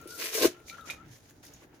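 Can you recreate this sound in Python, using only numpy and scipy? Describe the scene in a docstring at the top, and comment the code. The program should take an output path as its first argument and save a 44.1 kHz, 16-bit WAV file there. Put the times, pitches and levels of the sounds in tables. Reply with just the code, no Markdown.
"""A cardboard flap is torn off a box of thin plastic gloves on a desk, dropped aside, and fingers stir the gloves.
Tear and gloves are showers of tiny ringing grains; slips and jolts shake the hollow box, and snaps ring briefly.
A fuzzy whistle on the left is noise in a narrow, wandering band; soft thuds through the desk are fading low tones.
The near sounds get a faint echo of the room; low rumble and airy noise, the quiet hum of the room, lie under it all."""
import sys
import numpy as np
from scipy import signal
from scipy.fft import rfft, irfft
from scipy.io import wavfile
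from scipy.ndimage import uniform_filter1d

SR = 44100
rng = np.random.default_rng(int(sys.argv[2]) if len(sys.argv) > 2 else 0)


def voltage_ratio(decibels):
    """Convert decibels (scalar or array-like) to amplitude ratios, 20 dB per decade."""
    exponent = np.asarray(decibels, float) / 20
    return 10 ** exponent


def int16_out(signal):
    """Quantize to a 16-bit WAV file."""
    q = np.round(np.clip(np.atleast_2d(signal).T, -1, 1) * 32767)
    wavfile.write(sys.argv[1], SR, q.astype(np.int16))


N = 79380  # length in samples
T = np.arange(N) / SR  # time in seconds

# crackle of tearing card, then of rustling plastic:
# (time [s], level above SPLIT_HZ [dB], level below SPLIT_HZ relative to that [dB])
CRACKLE = [(0, -67, 10.5), (.068, -65, 6), (.078, -54, -5), (.17, -50.5, -9.5), (.192, -40, -0.5),
           (.224, -41, 4.5), (.27, -38, 2.5), (.315, -45.5, 4), (.35, -33.5, -0.5), (.372, -36.5, -1.5),
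           (.39, -35.5, -3.5), (.43, -30.5, 0.5), (.46, -27, 0), (.49, -45.5, -6.5), (.56, -66.5, 4.5),
           (.65, -68.5, -5), (.684, -44, -18.5), (.735, -58.5, 1), (.85, -65.5, 0), (.862, -50.5, -6),
           (.899, -52, 1), (.905, -39.5, -7), (.962, -66, 4), (1.042, -74.5, 9.5), (1.09, -63.5, -5),
           (1.132, -54, -8), (1.198, -67, -4), (1.298, -60.5, -8), (1.33, -68.5, -6), (1.426, -66.5, -20),
           (1.43, -53.5, -5), (1.47, -55, -12.5), (1.524, -63, -1), (1.544, -60, -6.5), (1.64, -66, 5.5),
           (1.67, -75.5, -8), (1.73, -75, 7), (1.745, -66.5, -0.5), (1.8, -71, 1)]
# tone colour of the tearing card: (frequency [Hz], relative level per Hz [dB])
TEAR_COLOUR = [(410, -61), (700, -13), (788, -19.5), (1040, -11), (1160, -13.5), (2450, -3.5), (3070, -8),
               (6100, -4), (7630, -11), (15200, -9), (16400, -63)]
# tone colour of the rustling gloves: (frequency [Hz], relative level per Hz [dB])
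GLOVE_COLOUR = [(410, 14.5), (700, 5.5), (1200, 0), (1690, 4.5), (4050, -4), (4440, -5.5), (6770, -1.5),
                (8040, -16), (9060, -10), (15000, -12), (16400, -37)]
# how alike the tear is on left and right: (frequency [Hz], likeness [-1 to 1])
TEAR_LIKENESS = [(60, 0.95), (180, 0.97), (550, 0.093), (1650, 0.43), (4970, -0.44), (15000, 0.56)]
# side balance of the tear: (frequency [Hz], left minus right [dB])
TEAR_BALANCE = [(60, 5), (380, 0), (2380, -1), (15000, 4)]
# how far the left channel of the tear leads the right: (frequency [Hz], phase [radians])
TEAR_LEAD = [(0, 2), (2410, 0), (7490, 9), (9560, 8), (11500, 12.5), (13300, 7.5), (16200, -25)]
# how alike gloves and air are on left and right: (frequency [Hz], likeness [-1 to 1])
WIDE_LIKENESS = [(60, 1), (240, 0.99), (950, 0.21), (3770, 0.093), (15000, 0.021)]
SPLIT_HZ, GRAIN_CYCLES = 3280, 1.92
GRAINS_PER_S, GRAIN_SPREAD_DB = 500, 3  # grains a second at 3000 Hz, in proportion to pitch elsewhere
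PATCH_DB, CLUMP_DB = 1.8, 1.5  # uneven level of each grain size, and of the whole crackle
TORN_S = 0.449  # the tear gives way to the gloves

# pitches of the ways the box vibrates, its modes: [Hz]
BOX_HZ = [295, 342, 354, 440, 515, 645, 695, 945, 1053, 1224, 1590]
# one row for each pitch in BOX_HZ: (level relative to its group [dB], time to fade by 60 dB [s])
BOX_RING = [(-11.5, 0.047), (9, 0.048), (-5, 0.31), (4.5, 0.093), (-10, 0.029), (-4.5, 0.1), (-14, 0.11),
            (-12.5, 0.091), (-8.5, 0.098), (-17, 0.066), (-1, 0.026)]
# shaking of the box by tear and hands, before the cuts in box():
# (time [s], middle and high modes [dB], deep modes [dB])
SHAKE = [(0.0, -56, -90), (0.064, -52, -40.5), (0.124, -54, -64), (0.21, -44, -45), (0.32, -47.5, -61),
         (0.354, -39, -72), (0.4, -28.5, -48), (0.45, -23.5, -22.5), (0.486, -62, -34.5),
         (0.56, -58.5, -65.5), (1.8, -81, -76)]
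# jolts of the box, before the cut in box():
# (time [s], peak of middle modes [dB], deep relative to middle [dB], high relative to middle [dB])
JOLTS = [(0.056, -42.5, 13, -19), (.191, -39, -27, -13), (0.241, -30, -9.5, -9.5), (.349, -24, -29, -13),
         (.376, -25, -34, -2), (.381, -35.5, -19, 6), (.394, -26.5, -9, -31), (.412, -20.5, -0.5, -7.5),
         (.422, -34.5, 17, 2), (0.43, -15, -2.5, -2), (.443, -7.5, -24, -9.5), (.451, -17, 12, -4.5),
         (1.496, -47, 3.5, -12), (1.62, -48, 1, -9), (1.645, -52.5, 9, -9), (1.738, -56, 8, -4)]
DEEP_HZ, HIGH_HZ = 390, 580  # deep modes lie below the first, high modes above the second
BOX_LOW_HZ = 262  # the box gives off little below this
SLIPS_PER_S, JOLT_RISE_S = 1500, 0.0031
BOX_PAN_DB, BOX_LAG_S = 3, 0.00015  # left minus right; the left side comes later
# the hand on the box chokes the middle and deep ring after this time, down to this level
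HELD_S, AFTER_DB = 0.011, -13

# short snaps: (time [s], level [dB], pitch [Hz], left minus right [dB],
# time for the ring to fade by 60 dB [s], wide tick relative to ring before the cut in snaps() [dB])
SNAPS = [(0.014, -50.5, 6850, 3, 0.027, 16), (0.0752, -38, 9830, 20, 0.0081, -5),
         (0.1046, -45.5, 4760, 2, 0.045, 9), (0.181, -39, 9300, 19, 0.01, -6),
         (0.3547, -40, 3050, 11, 0.044, 0), (0.602, -48.5, 2370, -3, 0.0066, 4),
         (0.6826, -49, 2310, 14, 0.035, -5), (0.6983, -37, 2340, 10.5, 0.03, -13),
         (0.6972, -31.5, 4120, -3.5, 0.0094, -26.5), (.784, -41, 1375, 8, 0.081, -27),
         (.784, -50, 1624, 1, 0.073, -25), (0.8104, -47.5, 3750, 8, 0.018, 8),
         (0.8703, -57, 2360, -15, 0.27, -4), (0.8996, -29.5, 2386, -14, 0.023, -13),
         (.8996, -39, 3760, 18, 0.023, -15), (0.9062, -34, 2444, -4.5, 0.089, 0),
         (1.299, -57.5, 6850, -9, 0.042, 17), (1.43, -54, 3860, 0, 0.012, 8),
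         (1.452, -49.5, 2000, 6, 0.013, 19), (1.308, -51, 1720, 2, 0.012, 15),
         (1.622, -52.5, 1070, -4.5, 0.015, 3), (1.537, -47, 6760, 3, 0.038, 15),
         (1.533, -57.5, 5920, -12, 0.079, 8), (1.7365, -52, 890, 3, 0.015, -4)]
TICK_T60 = 0.009  # seconds for a tick to fade by 60 dB

# fuzzy whistle, one list for each stretch: (time [s], pitch [Hz], level [dB])
WHISTLE = [
    [(0, 1360, -47.5), (.086, 1374, -61.5), (.124, 1440, -51), (.168, 1386, -53), (.24, 1350, -51)],
    [(.56, 1340, -54.5), (.62, 1380, -65), (.7, 1310, -77), (.72, 1330, -52.5), (.75, 1394, -51),
     (.775, 1270, -61.5), (.803, 1360, -57), (.82, 1330, -53.5), (.862, 1295, -52.5), (.88, 1460, -65),
     (.897, 1376, -44), (.915, 1280, -73), (.962, 1320, -65), (.975, 1260, -60.5), (1.018, 1350, -50),
     (1.07, 1260, -64)],
]
WHISTLE_WIDTH_HZ, WHISTLE_PAN_DB = 85, 9.5  # width of one resonance; left minus right
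WHISTLE_STEADY = 0.5  # 0 leaves the swells, 1 flattens them

# soft thuds through the desk: (time [s], level [dB], pitch [Hz])
THUDS = [(0.456, -50, 162), (0.647, -51.5, 71), (1.055, -44.5, 146), (1.104, -46.5, 122.7),
         (1.144, -52, 119), (1.54, -50, 63)]
THUD_T60 = 0.19  # seconds to fade by 60 dB

# fading of the room's echo: (frequency [Hz], time to fade by 60 dB [s])
ROOM = [(250, 0.14), (1000, 0.079), (4000, 0.18), (12000, 0.11)]
ROOM_DB, SNAP_ECHO_DB = -13, -7.5  # level sent to the echo: crackle and box, then snaps

# low rumble, before the cut in rumble(): (time [s], level [dB])
RUMBLE = [(0.0, -54), (0.334, -66.5), (0.466, -48.5), (0.516, -61), (0.966, -55.5), (1.062, -53),
          (1.218, -60), (1.498, -57.5), (1.8, -60)]
# tone colour of the rumble: (frequency [Hz], relative level per Hz [dB])
RUMBLE_COLOUR = [(15, -52), (25, -14), (40, -2.5), (59, 1), (125, 4.5), (236, -5), (260, 1.5), (340, -4),
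                 (570, -120)]
# tone colour of the airy room noise: (frequency [Hz], relative level per Hz [dB])
AIR_COLOUR = [(110, -41), (190, -13.5), (292, 5), (520, -4), (770, -4), (1160, -14.5), (1370, -8),
              (4440, -29), (6700, -50), (7780, -54), (15200, -26), (16400, -21)]
AIR_DB, AIR_DRIFT_DB = -63, 2.0


def evened(x):
    """Scales a sound to an average strength (rms) of 1."""
    return x / np.sqrt(np.mean(x ** 2) + 1e-20)


def read(points, hz):
    """Reads a frequency table, with frequency on a log scale as the ear hears it."""
    f, value = np.transpose(points)
    return np.interp(np.log(hz + 1), np.log(f + 1), value)


def curve(rows, column=1):
    """Reads one column of a time table, sample by sample."""
    table = np.array(rows)
    return np.interp(T, table[:, 0], table[:, column])


def pan(db):
    """Gains for left and right that differ by db."""
    return voltage_ratio(np.array([[db / 2], [-db / 2]]))


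def add(mix, s, sound):
    """Mixes a sound in at time s, cut off at the end of the mix."""
    part = mix[..., round(s * SR):][..., :sound.shape[-1]]
    part += sound[..., :part.shape[-1]]


def slow(per_s):
    """A wandering value of about rms 1, heading for a new random point per_s times a second."""
    count = 400
    return np.interp(T * per_s, np.arange(count), 1.2 * rng.standard_normal(count))


def clicks(per_s, spread_db, channels=1):
    """Random clicks of either sign; a few are large."""
    draw = rng.random((channels, N))
    size = rng.exponential(1, (channels, N))
    chance = per_s / SR
    on = draw < chance
    out = np.zeros((channels, N))
    out[on] = voltage_ratio(spread_db * np.minimum(size[on], 4)) * np.sign(draw[on] - chance / 2)
    return out


def resonate(x, hz, width):
    """A resonance of gain 1 whose pitch follows hz: shift down to zero, smooth, shift back up."""
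    turn = np.exp(2j * np.pi * np.cumsum(hz * np.ones(len(x))) / SR)
    r = np.exp(-np.pi * width / SR)
    return 2 * (turn * signal.lfilter([1 - r], [1, -r], x / turn)).real


def coloured(pair, colour, likeness, balance=((1, 0), (2, 0)), lead=((1, 0), (2, 0))):
    """Gives two unrelated signals a tone colour, a left-right likeness, a balance and a phase lead."""
    hz = np.fft.rfftfreq(N, 1 / SR)
    a, b = rfft(pair, axis=1)
    shared = np.clip(read(likeness, hz), -1, 1)
    lean = read(balance, hz) / 2
    left = a * voltage_ratio(lean)
    right = shared * a * np.exp(-1j * read(lead, hz)) + np.sqrt(1 - shared ** 2) * b
    both = np.array([left, right * voltage_ratio(-lean)]) * voltage_ratio(read(colour, hz))
    return evened(irfft(both, N, axis=1))


def crackle():
    """Dense grains of many sizes, a few cycles each; every size comes and goes in its own patches."""
    grains = np.zeros((2, N))
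    for hz in np.geomspace(650, 15500, num=14):
        train = clicks(GRAINS_PER_S * hz / 3000, GRAIN_SPREAD_DB, channels=2)
        train = train * voltage_ratio(PATCH_DB * slow(30.73))
        r = np.exp(-2 * hz / GRAIN_CYCLES / SR)
        ring = [1, -2 * r * np.cos(2 * np.pi * hz / SR), r * r]
        grains += evened(signal.lfilter([1, 0, -1], ring, train)) * np.sqrt(hz)
    tear = coloured(grains, TEAR_COLOUR, TEAR_LIKENESS, TEAR_BALANCE, TEAR_LEAD)
    gloves = coloured(grains, GLOVE_COLOUR, WIDE_LIKENESS)
    late = np.clip((T - TORN_S) / 0.033, 0, 1)  # 0 is tear, 1 is gloves
    mix = (1 - late) * tear + late * gloves
    keep_low = 1 / (1 + (np.fft.rfftfreq(N, 1 / SR) / SPLIT_HZ) ** 8)
    low = irfft(rfft(mix, axis=1) * keep_low, N, axis=1)
    both = evened(mix - low) + evened(low) * voltage_ratio(curve(CRACKLE, column=2))
    return both * voltage_ratio(curve(CRACKLE) + CLUMP_DB * slow(111.06))


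def box():
    """Small slips and single soft jolts ring the modes of the hollow box, which radiates no deep bass."""
    t, out = T[:8000], np.zeros(N)
    slips = evened(clicks(SLIPS_PER_S, 2.9)[0])
    for group in (0, 1, 2):  # middle, deep, high modes
        ring = np.zeros(len(t))
        for hz, (db, t60) in zip(BOX_HZ, BOX_RING):
            if (hz < DEEP_HZ) + 2 * (hz > HIGH_HZ) == group:
                ring += voltage_ratio(db - 60 * t / t60) * np.sin(2 * np.pi * hz * t)
        ring *= np.sin(np.pi / 2 * np.minimum(t / JOLT_RISE_S, 1)) ** 2  # soft start
        if group != 2:
            ring *= np.exp(-(t / HELD_S) ** 2) + voltage_ratio(AFTER_DB)
        cut_db = (4.5, 4.5, 12.4)[group]
        shaken = slips * voltage_ratio(curve(SHAKE, column=1 + group % 2) - cut_db)
        out += signal.oaconvolve(shaken, ring / np.linalg.norm(ring))[:N]
        for s, db, deep_db, high_db in JOLTS:
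            jolt_db = db + (0, deep_db, high_db)[group] - 4.0
            add(out, s, voltage_ratio(jolt_db) * ring / abs(ring).max())
    out = signal.sosfilt(signal.butter(4, BOX_LOW_HZ, "high", fs=SR, output="sos"), out)
    left = np.interp(T - BOX_LAG_S, T, out)
    return np.array([left, out]) * pan(BOX_PAN_DB)


def snaps():
    """Each snap is a short beating ring of two close pitches and a wide tick of noise."""
    out, t = np.zeros((2, N)), T[:3000]
    for s, db, hz, pan_db, t60, tick_db in SNAPS:
        tick = rng.standard_normal((2, len(t))) * voltage_ratio(tick_db - 60 * t / TICK_T60 - 11.0)
        tick = signal.lfilter([1, -0.9], [1], tick)  # brightens it
        ring = np.sin(2 * np.pi * hz * t) + 0.5 * np.sin(2 * np.pi * hz * 0.94 * t)
        ring = ring * voltage_ratio(-60 * t / t60)
        start = np.minimum(t / 0.0008, 1)
        add(out, s, voltage_ratio(db) * pan(pan_db) * start * (ring + tick))
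    return out


def whistle():
    """Noise passed twice through one narrow wandering resonance, in two stretches."""
    out = np.zeros(N)
    for rows in WHISTLE:
        x = rng.standard_normal(N)
        for _ in range(2):
            x = resonate(x, curve(rows), WHISTLE_WIDTH_HZ)
        power = abs(uniform_filter1d(x ** 2, 500) + 1e-9)
        x = x / power ** (WHISTLE_STEADY / 2)  # its swells are partly evened out
        since_start = T - rows[0][0] + 0.04
        until_end = rows[-1][0] + 0.014 - T
        fade = np.clip(np.minimum(since_start, until_end) / 0.12, 0, 1)
        out += evened(x) * voltage_ratio(curve(rows, column=2)) * fade
    return out * pan(WHISTLE_PAN_DB)


def thuds():
    """Low pushes through the desk: fading low tones with a soft start."""
    out, t = np.zeros(N), T[:8000]
    for s, db, hz in THUDS:
        fade = voltage_ratio(db - 60 * t / THUD_T60) * np.minimum(t / 0.0047, 1)
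        add(out, s, fade * np.sin(2 * np.pi * hz * t))
    return out


def room(x):
    """Sparse reflections of random sign, each band dying at its own speed."""
    taps = np.zeros((2, 16000))
    at = np.arange(200, 15900, 20) + rng.integers(0, 20, (2, 785))
    np.put_along_axis(taps, at, rng.choice([-1., 1.], at.shape), axis=1)
    taps[1] = taps[0] + 0.5 * taps[1]  # the two sides are partly alike
    hz, t, z = signal.stft(taps, SR, nperseg=256)
    fade = voltage_ratio(-60 * t / read(ROOM, hz)[:, None])
    tail = signal.istft(z * fade, SR, nperseg=256)[1]
    return signal.fftconvolve(x, tail / np.linalg.norm(tail[0]), axes=1)[:, :N]


def rumble():
    """Low noise that rises and falls, nearly alike on both sides."""
    noise = coloured(rng.standard_normal((2, N)), RUMBLE_COLOUR, [(60, 1.0), (200, 0.84)])
    return noise * voltage_ratio(curve(RUMBLE) - 2.5)


def air():
    """Room noise whose level drifts a little."""
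    drift = uniform_filter1d(rng.standard_normal(N), 3000)
    drift = evened(uniform_filter1d(drift, 3000))
    noise = coloured(rng.standard_normal((2, N)), AIR_COLOUR, WIDE_LIKENESS)
    return noise * voltage_ratio(AIR_DB + AIR_DRIFT_DB * drift)


def scene():
    """All sources; crackle, box and snaps also get the room's echo."""
    near, snap = crackle() + box(), snaps()
    echo = room(voltage_ratio(ROOM_DB) * near + voltage_ratio(SNAP_ECHO_DB) * snap)
    return near + snap + echo + whistle() + thuds() + rumble() + air()


def low_pass(x):
    """Removes everything above the highest recorded frequency."""
    return signal.sosfilt(signal.butter(12, 16600, fs=SR, output="sos"), x)


def record(dry):
    """Turns the finished mix into the sound that is written out."""
    return low_pass(dry)


dry = scene()
out = record(dry)
int16_out(out)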